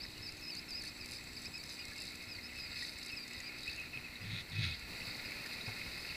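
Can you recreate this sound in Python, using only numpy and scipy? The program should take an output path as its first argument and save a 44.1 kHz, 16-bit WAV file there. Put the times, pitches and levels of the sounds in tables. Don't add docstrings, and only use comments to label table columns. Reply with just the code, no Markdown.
import sys
import numpy as np
from scipy import signal
from scipy.fft import rfft, irfft
from scipy.io import wavfile

SR = 44100
rng = np.random.default_rng(int(sys.argv[2]) if len(sys.argv) > 2 else 0)


def log_audio(samples):
    frames = np.atleast_2d(samples).T
    limited = np.clip(frames, -1, 1)
    pcm = np.round(limited * 32767).astype(np.int16)
    wavfile.write(sys.argv[1], SR, pcm)


N = 271642
T = np.arange(N) / SR

# f/Hz, width/Hz, level/dB
LOW_MODES = [(1393, 134, -1), (1825, 164, 2.5), (1970, 56, 6.5), (2150, 140, 9), (2423, 128, 3.5),
             (2560, 188, 8)]
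# f/Hz, width/Hz, level/dB
REEL_MODES = [(1790, 340, -3), (3980, 660, -1), (4980, 380, 10.5), (6120, 460, 0.5), (7470, 470, 1.5),
              (8720, 450, -1), (10260, 1600, -7), (12600, 500, -9.5)]
# middle t/s, length/s, level/dB, middle rate/(teeth per s)
RATTLES = [(0.565, 0.063, -57, 74), (0.868, 0.069, -53, 117), (1.135, 0.11, -54, 120),
           (1.447, 0.096, -59, 100), (1.717, 0.11, -53.5, 130), (2.053, 0.19, -57, 63),
           (2.576, 0.079, -60, 110), (2.839, 0.21, -55, 215), (3.049, 0.18, -59, 63),
           (3.366, 0.17, -63.5, 45), (3.696, 0.14, -59, 61), (5.526, 0.1, -62, 44)]
# t/s, level/dB
RATTLE_FLOOR = [(0, -66), (2.2, -63.5), (4.2, -78), (4.88, -82), (5.0, -67), (6.16, -61)]


def amp(db):
    return 10 ** (np.asarray(db) / 20)


def evened(x):
    return x / np.sqrt(np.mean(x ** 2) + 1e-20)


def add(mix, s, sound):
    part = mix[round(s * SR):][:len(sound)]
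    part += sound[:len(part)]


def columns(rows, t):
    s, *rest = np.transpose(rows)
    return [np.interp(t, s, column) for column in rest]


def wander(length, hz):
    noise = rng.standard_normal(length + 2000)
    smoother = [1, -2 * np.exp(-6 * hz / SR), np.exp(-12 * hz / SR)]
    return evened(signal.lfilter([1], smoother, noise)[2000:])


def resonate(x, hz, width):
    turn = np.exp(2j * np.pi * np.cumsum(hz * np.ones(len(x))) / SR)
    r = np.exp(-np.pi * width / SR)
    return 2 * (turn * signal.lfilter([1 - r], [1, -r], x / turn)).real


def ring(x, modes):
    out = 0
    for k, (hz, width, db) in enumerate(modes):
        once = resonate(x, hz, width * 1.35)
        out = out + (-1) ** k * amp(db) * resonate(once, hz, width * 1.35)
    return out


def lapping():
    # t/s, level/dB
    swell = [(0, -57.5), (.8, -60), (2.0, -59.5), (2.8, -58.5), (3.1, -63.5), (4.1, -58.5), (5.2, -58.5),
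             (5.7, -58.5), (6.16, -54.5)]
    noise = rng.standard_normal(N) * amp(2.6 * wander(N, 35))
    water = resonate(resonate(noise, 63, 112), 63, 112)
    return amp(columns(swell, T)[0]) * evened(water)


def engine():
    # t/s, f/Hz
    firing = [(0, 61.7), (1.5, 60.85), (4.2, 60.3), (6.16, 59.2)]
    # multiple, peak level at the start before the waver/dB
    orders = [(3, -72), (4, -62.5), (5, -62.5), (6, -67), (7, -73)]
    hz = columns(firing, T)[0] * (1 + 0.0013 * wander(N, 4.3))
    turns = 2 * np.pi * np.cumsum(hz) / SR
    hum = 0
    for k, db in orders:
        tilt_db = -0.9 * (k - 4) * T
        hum = hum + amp(db + tilt_db + 1.4 * wander(N, 1.6)) * np.sin(k * turns)
    return hum


def electronics():
    # f/Hz, relative density/dB
    hiss_curve = [(15, -12), (60, -23), (120, -7.5), (250, -8), (500, -12.5), (1000, -16), (3000, -21),
                  (6000, -24.5), (16000, -27.5)]
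    # multiple of the base pitch, rms level before the gain/dB
    comb = [(10, -75), (21, -75), (22, -72), (23, -67), (24, -66.5), (25, -66), (26, -65.5), (27, -72),
            (31, -78), (33, -78), (34, -80)]
    # t/s, gain/dB
    gain = [(0, 0), (4.86, 0.5), (4.89, 4.5), (6.16, 4)]
    base_hz, hiss_db = 172.92, -57.5
    hz = np.fft.rfftfreq(N, 1 / SR)
    f, db = np.transpose(hiss_curve)
    shape = amp(np.interp(np.log(hz + 1), np.log(f), db))
    hiss = evened(irfft(rfft(rng.standard_normal(N)) * shape, N))
    whine = 0
    for k, rms_db in comb:
        whine = whine + np.sqrt(2) * amp(rms_db) * np.sin(2 * np.pi * (k * base_hz * T + rng.random()))
    return (amp(hiss_db) * hiss + whine) * amp(columns(gain, T)[0])


def knock(s, db, hz):
    t = np.arange(4000) / SR
    puff = evened(resonate(rng.standard_normal(len(t)), 290, 1200))
    body = np.sin(2 * np.pi * hz * t) + 0.4 * puff
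    swell = (t / 0.0034) * np.exp(1 - t / 0.0098)
    return s, amp(db) * body * swell


def rub(rows):
    slip_share = 0.4
    t = np.arange(rows[0][0], rows[-1][0], 1 / SR)
    db, hz, rasp_db = columns(rows, t)
    turns = np.cumsum(hz * (1 + 0.068 * wander(len(t), 30.4))) / SR
    tone = np.sin(2 * np.pi * turns)
    noise = rng.standard_normal(len(t))
    rumble = resonate(resonate(noise, hz * 1.4, 68), hz * 1.34, 61)
    boom = evened(tone + 0.5 * evened(rumble))

    slips = 0.5 + np.exp(-(turns % 1) / slip_share)
    scrape = noise * slips * amp(1.5 * wander(len(t), 150))
    rasp = evened(resonate(resonate(scrape, 3790, 900), 3790, 900))
    rasp = rasp + 0.6 * evened(ring(scrape, LOW_MODES))
    outer_modes = [(1600, 250, 6), (6600, 900, -7), (8840, 500, -1)]  # f/Hz, width/Hz, level/dB
    rasp = rasp + 0.12 * evened(ring(scrape, outer_modes))
    return t[0], (amp(db) * boom + amp(rasp_db) * rasp) * signal.windows.tukey(len(t), .15)


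def clack(s, db, hz, ring_ms):
    t = np.arange(2400) / SR
    envelope = np.minimum(t / 0.00022, 1) * np.exp(-1000 * t / ring_ms)
    return s, amp(db) * np.sin(2 * np.pi * hz * t) * envelope


def ticks():
    # t/s, peak level/dB
    hits = [(0.178, -42), (0.3222, -38.5), (0.3686, -45), (0.394, -50), (0.411, -45), (0.528, -49),
            (0.5507, -38), (0.821, -40), (0.836, -36), (0.706, -39.5), (1.059, -36.5), (1.0929, -48),
            (1.1187, -38), (1.1867, -44), (1.24, -45), (1.332, -43), (1.3902, -42), (1.419, -41),
            (1.4551, -38.5), (1.5795, -42.5), (1.6372, -37), (1.6622, -46), (1.697, -38), (1.7925, -40),
            (1.8528, -38), (1.934, -42), (1.882, -43), (1.9815, -38), (2.0028, -39), (2.0195, -36),
            (2.155, -39), (2.533, -45), (2.9366, -44), (2.986, -37.5), (3.0305, -37), (3.061, -40),
            (3.1173, -43), (3.2792, -39), (3.31, -45), (3.3335, -39), (3.403, -36.5), (3.5857, -38.5),
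            (3.607, -44), (3.632, -40), (3.7615, -41), (3.779, -49), (3.798, -42), (3.8165, -45),
            (4.412, -50), (4.497, -46), (4.5226, -45), (4.7112, -50), (4.795, -39.5), (5.1667, -40.5),
            (5.3083, -43), (5.4605, -38)]
    t, out = np.arange(800) / SR, np.zeros(N)
    for s, db in hits:
        burst = rng.standard_normal(len(t)) * np.exp(-t / 0.002)
        modes = []
        for hz, width, mode_db in REEL_MODES:
            detune, lift_db = rng.standard_normal(2) * [0.03, 1.5]
            modes.append((hz * (1 + detune), width, mode_db + lift_db))
        tick = ring(burst, modes)
        add(out, s, amp(db) * tick / abs(tick).max())
    return out


def patter(per_s, spread_db):
    size = amp(spread_db * np.minimum(rng.exponential(1, N), 5))
    return size * rng.standard_normal(N) * (rng.random(N) < per_s / SR)


def rattle_db():
    floor_db = columns(RATTLE_FLOOR, T)[0]
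    bursts = sum(amp(2 * db) * np.exp(-8 * ((T - s) / length) ** 2) for s, length, db, _ in RATTLES)
    level_db = 10 * np.log10(amp(2 * floor_db) + bursts)
    return level_db, level_db - floor_db


def ratchet():
    slowing, tooth_s = 0.86, 0.0025
    teeth, count = np.zeros(N), np.arange(-24, 25)
    for s, length, db, per_s in RATTLES:
        late, size = rng.standard_normal((2, len(count)))
        u = (count + 0.092 * late) / per_s
        u = u * (1 + slowing * (u / length) ** 2)
        at = np.clip(((s + u) * SR).astype(int), 0, N - 1)
        bell = np.exp(-4 * (u / length) ** 2)
        teeth[at] += amp(db + 1.8 * size) * bell / np.sqrt(per_s * tooth_s / 2)
    fall = [1, -np.exp(-1 / (tooth_s * SR))]
    slips = evened(signal.lfilter([1], fall, abs(patter(300, 0.81))))
    return signal.lfilter([1], fall, teeth) + amp(columns(RATTLE_FLOOR, T)[0]) * slips


def rattle():
    # t/s, level/dB
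    sizzle_curve = [(0, -72), (.9, -68), (1.5, -63.5), (2.4, -70.5), (2.8, -66.5), (3.4, -69.5), (4.1, -75),
                    (4.85, -73), (4.98, -67), (5.3, -71), (6.16, -74)]
    noise = rng.standard_normal(N)
    grainy = noise * amp(2.0 * wander(N, 40))
    sizzle = evened(ring(grainy, [(7770, 260, 0), (7350, 300, -7)]))
    teeth = ring(noise * ratchet(), REEL_MODES) / ring(noise, REEL_MODES).std()
    return teeth + amp(columns(sizzle_curve, T)[0]) * sizzle


def lift(hz, notes):
    return sum(amp(db) / (1 + ((hz - note_hz) / width) ** 2) for note_hz, width, db in notes)


def squeak(db, octave_db, pitch):
    # f/Hz, half width/Hz, gain/dB
    pitch_notes = [(2170, 64, -4.5), (2538, 144, 1)]
    # f/Hz, half width/Hz, gain/dB
    octave_notes = [(4520, 190, -2.5), (5020, 170, 0)]
    t = np.arange(pitch[0][0], pitch[-1][0], 1 / SR)
    hz = columns(pitch, t)[0]
    waver = 1 + 0.006 * wander(len(t), 146) + 0.009 * wander(len(t), 600)
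    turns = 2 * np.pi * np.cumsum(hz * waver) / SR
    breaks_db = 3.0 * wander(len(t), 250) + 3.0 * wander(len(t), 70)
    grip = amp(db + np.minimum(breaks_db, 2.5))

    lower = lift(hz, pitch_notes) * amp(min(-octave_db, 0)) * np.sin(turns)
    upper = lift(2 * hz, octave_notes) * np.sin(2 * turns) + 0.018 * np.sin(3 * turns)
    partials = lower + amp(min(octave_db, 0)) * upper
    edges = np.minimum(np.minimum(t - t[0], t[-1] - t) / 0.009, 1)
    return t[0], grip * partials * edges


def flutter(hz):
    tone = resonate(rng.standard_normal(N), hz * (1 + 0.059 * wander(N, 17.6)), 78)
    return evened(tone * np.clip(wander(N, 35.0), 0, 1.3))


def whirr():
    # t/s, level/dB, brightness between rattles/dB
    course = [(0.0, -54.5, 0.5), (0.12, -59, 2), (0.64, -56, -3.5), (1.62, -56.5, -2), (2.06, -55.5, 1.5),
              (2.32, -55, -6), (2.8, -51.5, -1.5), (2.98, -53.5, -7), (3.36, -54, -2.5), (3.5, -51, -7.5),
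              (3.6, -54.5, 0), (3.68, -52, -6), (4.06, -54.5, -5.5), (4.39, -51, -11), (4.51, -54, -5.5),
              (4.68, -52.5, 2.5), (4.86, -53, -3.5), (5.03, -49.5, -1.5), (5.1, -52, 2), (5.28, -49, -5),
              (6.15, -50, -0.5)]
    # f/Hz, width/Hz, level/dB
    high_modes = [(3803, 286, 2), (4090, 300, 1.7), (4527, 223, 6.2), (5003, 165, 3.3)]
    rattle_brightens = 0.62
    db, bright_db = columns(course, T)
    even, uneven = patter(2500, 0.41), patter(2500, 2.0)
    shared = amp(1.3 * wander(N, 30))
    low = evened(ring(even * shared, LOW_MODES)) + 0.4 * flutter(2550) + 0.3 * flutter(2080)
    high = evened(ring((.5 * even + uneven) * shared, high_modes)) + 0.2 * flutter(4750)
    high_db = db + bright_db + rattle_brightens * rattle_db()[1]
    return amp(db) * low + amp(high_db) * high


def scene():
    # t/s, level before the swell/dB, f/Hz
    knocks = [(1.471, -59.5, 88), (3.372, -59, 87), (3.962, -58.5, 127), (5.072, -57.5, 110),
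              (5.674, -49, 107), (5.858, -58, 79)]
    # t/s, boom level/dB, hull pitch f/Hz, rasp level/dB
    rubs = [
        [(4.2, -50, 126, -62), (4.22, -49.5, 113.4, -65), (4.27, -46.5, 102.4, -53), (4.34, -44.5, 103, -48),
         (4.405, -52, 87, -47), (4.44, -53, 81, -68)],
        [(4.5, -50, 111, -53), (4.55, -44, 86.5, -53.5), (4.6, -39, 104.8, -46), (4.645, -39.5, 101, -39),
         (4.715, -44.5, 76.4, -49), (4.77, -55, 70, -52)],
    ]
    # t/s, level/dB, f/Hz, decay/ms
    clacks = [(0.052, -37.5, 1940, 2), (0.378, -57, 6450, 14), (0.838, -46.5, 1750, 8.7),
              (1.919, -47, 1720, 14), (2.3855, -41.5, 2100, 9.7), (2.824, -36, 1930, 9.9),
              (3.4022, -43, 1980, 11), (3.634, -40, 3850, 7), (3.6595, -39, 2000, 5),
              (3.9737, -31, 2550, 3), (4.156, -41.5, 3880, 6.9), (5.002, -42, 2070, 7.8),
              (5.611, -38.5, 3900, 8)]
    # (t/s, f/Hz)
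    squeaks = [ (-41, 12, [(0.0, 2206), (0.014, 2310), (0.026, 2650), (0.052, 2520)]),
               (-43, 13, [(0.221, 2570), (0.243, 2600), (0.263, 2600), (0.281, 2250), (0.299, 2660),
               (0.312, 2710)]), (-46, 8, [(0.408, 2700), (0.45, 2484)]), (-41, 11.5, [(0.445, 2610),
               (0.471, 2500), (0.499, 2630), (0.517, 2377), (0.562, 2064), (0.58, 2350), (0.603, 2660)]),
               (-41, 14, [(0.68, 2660), (0.704, 2600), (0.73, 2300), (0.762, 2570), (0.778, 2460),
               (0.796, 2570), (0.806, 2450)]), (-42, 9, [(0.8, 2470), (0.835, 2030)]),
               (-42, 12, [(0.855, 2090), (0.88, 2297), (0.902, 2700)]), (-46, 3, [(0.995, 2694),
               (1.034, 2294), (1.048, 2390), (1.07, 2210)]), (-44.5, 12, [(1.158, 2350), (1.18, 2630)]),
               (-41.5, 7, [(1.361, 2600), (1.388, 2170)]), (-42, 4, [(1.444, 2230), (1.462, 2480),
               (1.478, 2600)]), (-45.5, 2.5, [(1.527, 2604), (1.545, 2506), (1.572, 2570), (1.592, 2240),
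               (1.625, 2380)]), (-44, 4.5, [(1.782, 2400), (1.8, 2450), (1.825, 2450)]),
               (-47, -3, [(1.835, 2160), (1.885, 2120)]), (-48, -15, [(1.95, 2170), (1.99, 2140)]),
               (-47.5, -6, [(2.005, 2780), (2.04, 2530)]), (-46, 9, [(2.278, 2530), (2.309, 2594),
               (2.339, 2380), (2.385, 2110)]), (-46.5, 9, [(2.42, 2336), (2.44, 2520), (2.478, 2570)]),
               (-50, -5, [(2.54, 2643), (2.575, 2594), (2.615, 2550)]), (-46, 17, [(2.585, 2590),
               (2.612, 2434), (2.646, 2480), (2.664, 2360), (2.685, 2260)]), (-53, 0, [(2.75, 2610),
               (2.775, 2480), (2.8, 2630), (2.83, 2560)]), (-48, -10, [(3.005, 2760), (3.032, 2640)]),
               (-44.5, 8, [(3.083, 2270), (3.103, 2570), (3.113, 2670)]), (-45.5, -3, [(3.117, 2550),
               (3.15, 2610)]), (-42.5, 8, [(3.158, 2730), (3.189, 2350), (3.221, 2370), (3.248, 2340)]),
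               (-45, 3, [(3.43, 2400), (3.454, 2350), (3.476, 2484), (3.498, 2250)]),
               (-38.5, -34, [(3.668, 2500), (3.692, 2610), (3.704, 2820)]), (-41.5, -43, [(3.76, 2880),
               (3.799, 2507), (3.821, 2610), (3.839, 2850)]), (-43, -16, [(3.925, 2690), (3.947, 2500),
               (3.972, 2670)]), (-50, -21, [(3.978, 2690), (4.0, 2340)]), (-44.5, -23, [(4.035, 2570),
               (4.057, 2564), (4.075, 2420)]), (-51, 11, [(4.21, 2460), (4.25, 2440)]),
               (-43.5, -29, [(4.552, 2450), (4.575, 2560), (4.6, 2540)]), (-49, -27, [(4.615, 2574),
               (4.69, 2525), (4.745, 2560)]), (-47, 6, [(5.245, 2590), (5.262, 2440), (5.282, 2490)]),
               (-47, 2, [(5.655, 2540), (5.682, 2490)]), (-51, 8, [(5.985, 2470), (6.012, 2560)]), ]
    mix = lapping() + engine() + electronics() + ticks() + rattle() + whirr()
    events = [knock(*row) for row in knocks]
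    events += [rub(rows) for rows in rubs]
    events += [clack(*row) for row in clacks]
    events += [squeak(*row) for row in squeaks]
    for s, sound in events:
        add(mix, s, sound)
    return mix[None]


def record(dry):
    low_pass = signal.firwin(1023, 15380, window=("kaiser", 9), fs=SR)
    return signal.oaconvolve(dry, low_pass[None], "same")


dry = scene()
out = record(dry)
log_audio(out)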